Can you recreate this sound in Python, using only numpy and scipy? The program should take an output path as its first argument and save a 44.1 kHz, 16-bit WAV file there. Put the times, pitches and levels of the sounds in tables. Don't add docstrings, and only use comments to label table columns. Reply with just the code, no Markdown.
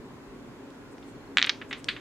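import sys
import numpy as np
from scipy import signal
from scipy.io import wavfile
from scipy.ndimage import uniform_filter1d

SR = 44100
rng = np.random.default_rng(int(sys.argv[2]) if len(sys.argv) > 2 else 0)


def level_to_linear(level):
    exponent = np.asarray(level, float) / 20
    return 10 ** exponent


def generate_wav(sig):
    pcm = np.round(np.clip(np.atleast_2d(sig).T, -1, 1) * 32767).astype(np.int16)
    wavfile.write(sys.argv[1], SR, pcm)


N = 88376


def evened(x):
    return x / np.sqrt(np.mean(x ** 2) + 1e-20)


def read(points, hz):
    f, value = np.transpose(points)
    return np.interp(np.log(hz + 1), np.log(f + 1), value)


def add(mix, start_s, sound):
    part = mix[..., round(start_s * SR):][..., :sound.shape[-1]]
    part += sound[..., :part.shape[-1]]


def band(x, n, hz, kind):
    return signal.sosfilt(signal.butter(N=n, Wn=hz, btype=kind, fs=SR, output="sos"), x)


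def resonate(x, hz, width_hz):
    turn = np.exp(2j * np.pi * hz * np.arange(x.shape[-1]) / SR)
    r = np.exp(-np.pi * width_hz / SR)
    return 2 * (turn * signal.lfilter([1 - r], [1, -r], x / turn)).real


# f/Hz, density/dB
RUMBLE_SPECTRUM = [(15, -61), (25, -13), (49, -4.5), (71, -22.5), (108, -6), (210, -9), (274, -2.5),
                   (309, -6.5), (600, -13.5), (780, -69), (1320, -120)]
# f/Hz, density/dB
HISS_SPECTRUM = [(350, -62), (600, -7.5), (957, -5.5), (1040, -4.5), (1230, -11), (1530, -9.5),
                 (2150, -14.5), (6920, -28.5), (16000, -40.5)]
# f/Hz, correlation
EAR_LIKENESS = [(60, 0.83), (130, 0.71), (290, 0.9), (640, 0.46), (1410, 0.58), (3100, -0.52),
                (6820, -0.63), (15000, -0.93)]


def air(spectrum, level_db, patchy_db):
    frames, hz = N // 512 + 5, np.fft.rfftfreq(2048, 1 / SR)
    a, b, c, d, patches = rng.standard_normal((frames, 1025, 5)).T
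    patches = uniform_filter1d(patches, size=16, axis=0)
    patches = evened(uniform_filter1d(patches, size=8, axis=1))
    same = np.clip(read(EAR_LIKENESS, hz), -1, 1)[:, None]
    left = a + 1j * b
    right = same * left + np.sqrt(1 - same ** 2) * (c + 1j * d)
    z = np.array([left, right])
    z *= level_to_linear(read(spectrum, hz)[:, None] + patchy_db * patches)
    noise = signal.istft(z, nperseg=2048, noverlap=1536)[1][:, :N]
    return level_to_linear(level_db) * evened(noise)


# f/Hz, width/Hz, level/dB
FAN_TONES = [(40, 5.2, -76), (238.4, 9.2, -57), (272.7, 18.3, -51.5), (394.5, 57, -54), (6940, 1000, -75.5)]


def fan_hum():
    out = np.zeros(N)
    for hz, width_hz, db in FAN_TONES:
        out += level_to_linear(db) * evened(resonate(rng.standard_normal(N), hz, width_hz))
    return out


def contact(width_us, grit_db, grit_top_hz):
    turn = 1.71
    t = np.arange(-88, 300) / SR
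    u = t / (width_us * 1e-6)
    swing = (np.cos(turn * u) - np.exp(-turn ** 2 / 2)) * np.exp(-u ** 2 / 2)
    blow = band(swing, 7, 4590, "low")
    blow = np.roll(blow, 88 - np.argmax(blow)) / blow.max()
    grit_t60_s, spark_db = 0.001, -27
    noise = rng.standard_normal(len(t)) * (t > -2e-4) * level_to_linear(-60 * np.maximum(t, 0) / grit_t60_s)
    grit = band(noise, 3, [4690, grit_top_hz], "band")
    grit = grit / abs(grit).max() + level_to_linear(spark_db) * noise
    click = (blow + level_to_linear(grit_db) * grit)[44:]
    return click / abs(click).max()


# f/Hz, t60/s
ROOM_DECAY = [(700, 0.16), (1500, 0.19), (2600, 0.12), (4500, 0.15), (7000, 0.3), (12000, 0.082)]


def room_tail():
    taps = np.zeros((3, SR // 2))
    at = np.arange(40, SR // 2 - 12, 12)
    at = at + rng.integers(0, 12, (3, len(at)))
    np.put_along_axis(taps, at, np.sign(rng.standard_normal(at.shape)), 1)
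    same = 0.79
    taps = np.sqrt(same) * taps[0] + np.sqrt(1 - same) * taps[1:]
    hz, t, z = signal.stft(taps, SR, nperseg=64)
    walls = level_to_linear(-60 * t / read(ROOM_DECAY, hz)[:, None])
    first = level_to_linear(7.5 - 60 * t / 0.021)
    late = level_to_linear(-10 - 60 * t / 0.37)
    tail = signal.istft(z * (walls + first + late), SR, nperseg=64)[1]
    tail = band(tail, 3, 1050, "high")
    return tail / np.linalg.norm(tail[0])


# t/s, peak level/dB
CLATTERS = [
    [(1.3718, -1), (1.3743, -15)],
    [(1.3840, -2)],
    [(1.3926, -11), (1.3992, -15)],
    [(1.4163, -16), (1.4168, -11)],
    [(1.4268, -1)],
    [(1.4361, -23)],
    [(1.4444, -10), (1.4467, -22), (1.4491, -11)],
    [(1.4639, -27), (1.4652, -30)],
    [(1.4703, -18), (1.4727, -15), (1.4746, -20), (1.4760, -22)],
    [(1.4946, -5), (1.4978, -8)],
    [(1.4996, -17), (1.5009, -18), (1.5065, -24)],
    [(1.6155, -26), (1.6171, -31), (1.6225, -30)],
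    [(1.7105, -26), (1.7129, -23), (1.7164, -28)],
    [(1.7289, -17)],
    [(1.7325, -20), (1.7339, -26)],
    [(1.8439, -24), (1.8448, -32)],
    [(1.8857, -14)],
    [(1.8887, -10), (1.8907, -18), (1.8993, -25)],
    [(1.9648, -28), (1.9665, -31)],
    [(.7045, -43)],
    [(.9825, -40)],
    [(1.0265, -47)],
]
# contact/us, room level/dB, grit level/dB, grit top f/Hz, pan/dB
TOUCHES = [(128, -7, -19.5, 7950, 0), (100, -11.5, -23, 7500, -2), (115, -16, -36, 9400, 3),
           (109, -8, -30, 9300, -2), (90, -10, -17, 6800, 0), (125, 5.5, -27, 6700, -2),
           (102, -11.5, -27, 5600, -1.5), (90, -17, 1.5, 9800, -4), (117, -4.5, -31, 8300, -.5),
           (88, -12.5, -13.5, 6550, -0.5), (113, -6.5, -33, 4700, -.5), (151, -2, -30, 7000, -0.5),
           (137, 0, -30, 7300, -.5), (122, -5.5, -16, 7300, -1.5), (115, 0.5, -25, 6560, -.5),
           (90, -11.5, 4, 8860, -1), (111, -0.5, -23, 7900, -0.5), (98.5, -1.5, -29, 8600, -1.5),
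           (140, 2.5, -30, 7000, -.5), (91, -5, -3, 9500, -4), (148, -6, -9, 6300, 0),
           (108, 7.5, -20, 5400, .5)]


def knocks():
    level_db = 0.48
    bounce_ms, bounce_db = (.52, .57), (-11, -12.5)
    out = np.zeros((2, N))
    tails = [room_tail() for _ in range(5)]
    for k, (hits, touch) in enumerate(zip(CLATTERS, TOUCHES)):
        width_us, room_db, grit_db, grit_top_hz, pan_db = touch
        pan = pan_db / 2 * np.array([[1], [-1]])
        for j, (peak_s, peak_db) in enumerate(hits):
            click = level_to_linear(peak_db + level_db) * contact(width_us, grit_db, grit_top_hz)
            start_s = peak_s - 44 / SR
            add(out, start_s, click * level_to_linear(pan))
            for ear in (0, 1):
                add(out[ear], start_s + bounce_ms[ear] / 1000, level_to_linear(bounce_db[ear]) * click)
            wet = signal.fftconvolve(click[None], tails[(k + j) % 5], axes=1)
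            add(out, start_s, level_to_linear(room_db + pan) * wet)
    return out


# t/s, length/s, level/dB, centre f/Hz
SKIN_RUBS = [
    (0.9, 0.052, -66, 8000),
    (1.033, 0.11, -67.5, 8000),
    (1.676, 0.057, -61.5, 7160),
    (1.761, 0.06, -61, 8100),
]


def rubs():
    out = np.zeros((2, N))
    for start_s, length_s, db, hz in SKIN_RUBS:
        n = int(length_s * SR)
        noise = rng.standard_normal((3, n))
        hiss = noise[0] + .5 * noise[1:]
        for _ in range(2):
            hiss = resonate(hiss, hz, 3400)
        add(out, start_s, level_to_linear(db) * np.hanning(n) * evened(hiss))
    return out


# centre t/s, level/dB
INSECT_CHIRPS = [
    (1.06, -70),
    (1.091, -63),
    (1.125, -64),
    (1.162, -63),
    (1.21, -62.5),
    (1.245, -63),
    (1.279, -61.5),
    (1.31, -67),
]


def insect():
    chirp_hz, half_s = 4230, 0.0082
    out, t = np.zeros(N), np.arange(-half_s, half_s, 1 / SR)
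    for centre_s, db in INSECT_CHIRPS:
        hz = chirp_hz * rng.uniform(.99, 1.01)
        add(out, centre_s - half_s, level_to_linear(db) * np.hanning(len(t)) * np.sin(2 * np.pi * hz * t))
    return out


# f/Hz, level/dB, t60/s
TABLE_MODES = [(1492, -5, 0.047), (1747, -3, 0.052), (2040, -15.5, 0.14), (2570, -11, 0.17),
               (2885, -1, 0.053), (3080, 0.5, .025), (3163, -10, 0.055), (3517, -10, 0.096),
               (4000, -19, 0.11), (4580, -15.5, 0.048)]
# t/s, level/dB
STONES_DOWN = [
    (1.6155, -41),
    (1.7129, -60),
    (1.7325, -45),
    (1.8857, -38),
    (1.8876, -27),
    (1.9648, -43),
]


def table_ring():
    wake_s = .002
    out, t = np.zeros(N), np.arange(SR // 5) / SR
    wake = np.sin(np.pi / 2 * np.minimum(t / wake_s, 1)) ** 2
    for start_s, db in STONES_DOWN:
        ring = np.zeros(len(t))
        for hz, mode_db, t60_s in TABLE_MODES:
            share_db = 2 * rng.standard_normal()
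            fall_db = -60 * t / np.clip(t60_s, .01, .15)
            ring += level_to_linear(db + share_db + mode_db + fall_db) * np.sin(2 * np.pi * hz * t)
        add(out, start_s, wake * ring)
    return out * level_to_linear([[-1], [1]])


def scene():
    floor = air(RUMBLE_SPECTRUM, -48.5, 2.1) + air(HISS_SPECTRUM, -54, 1.0) + fan_hum()
    return floor + knocks() + rubs() + insect() + table_ring()


def roll_off(x):
    return signal.sosfilt(signal.butter(12, 16460, fs=SR, output="sos"), x)


def record(dry):
    sos = signal.butter(N=4, Wn=[32, 15600], btype="band", fs=SR, output="sos")
    mix = np.clip(signal.sosfiltfilt(sos, dry), -.95, .95)
    return roll_off(mix)


dry = scene()
out = record(dry)
generate_wav(out)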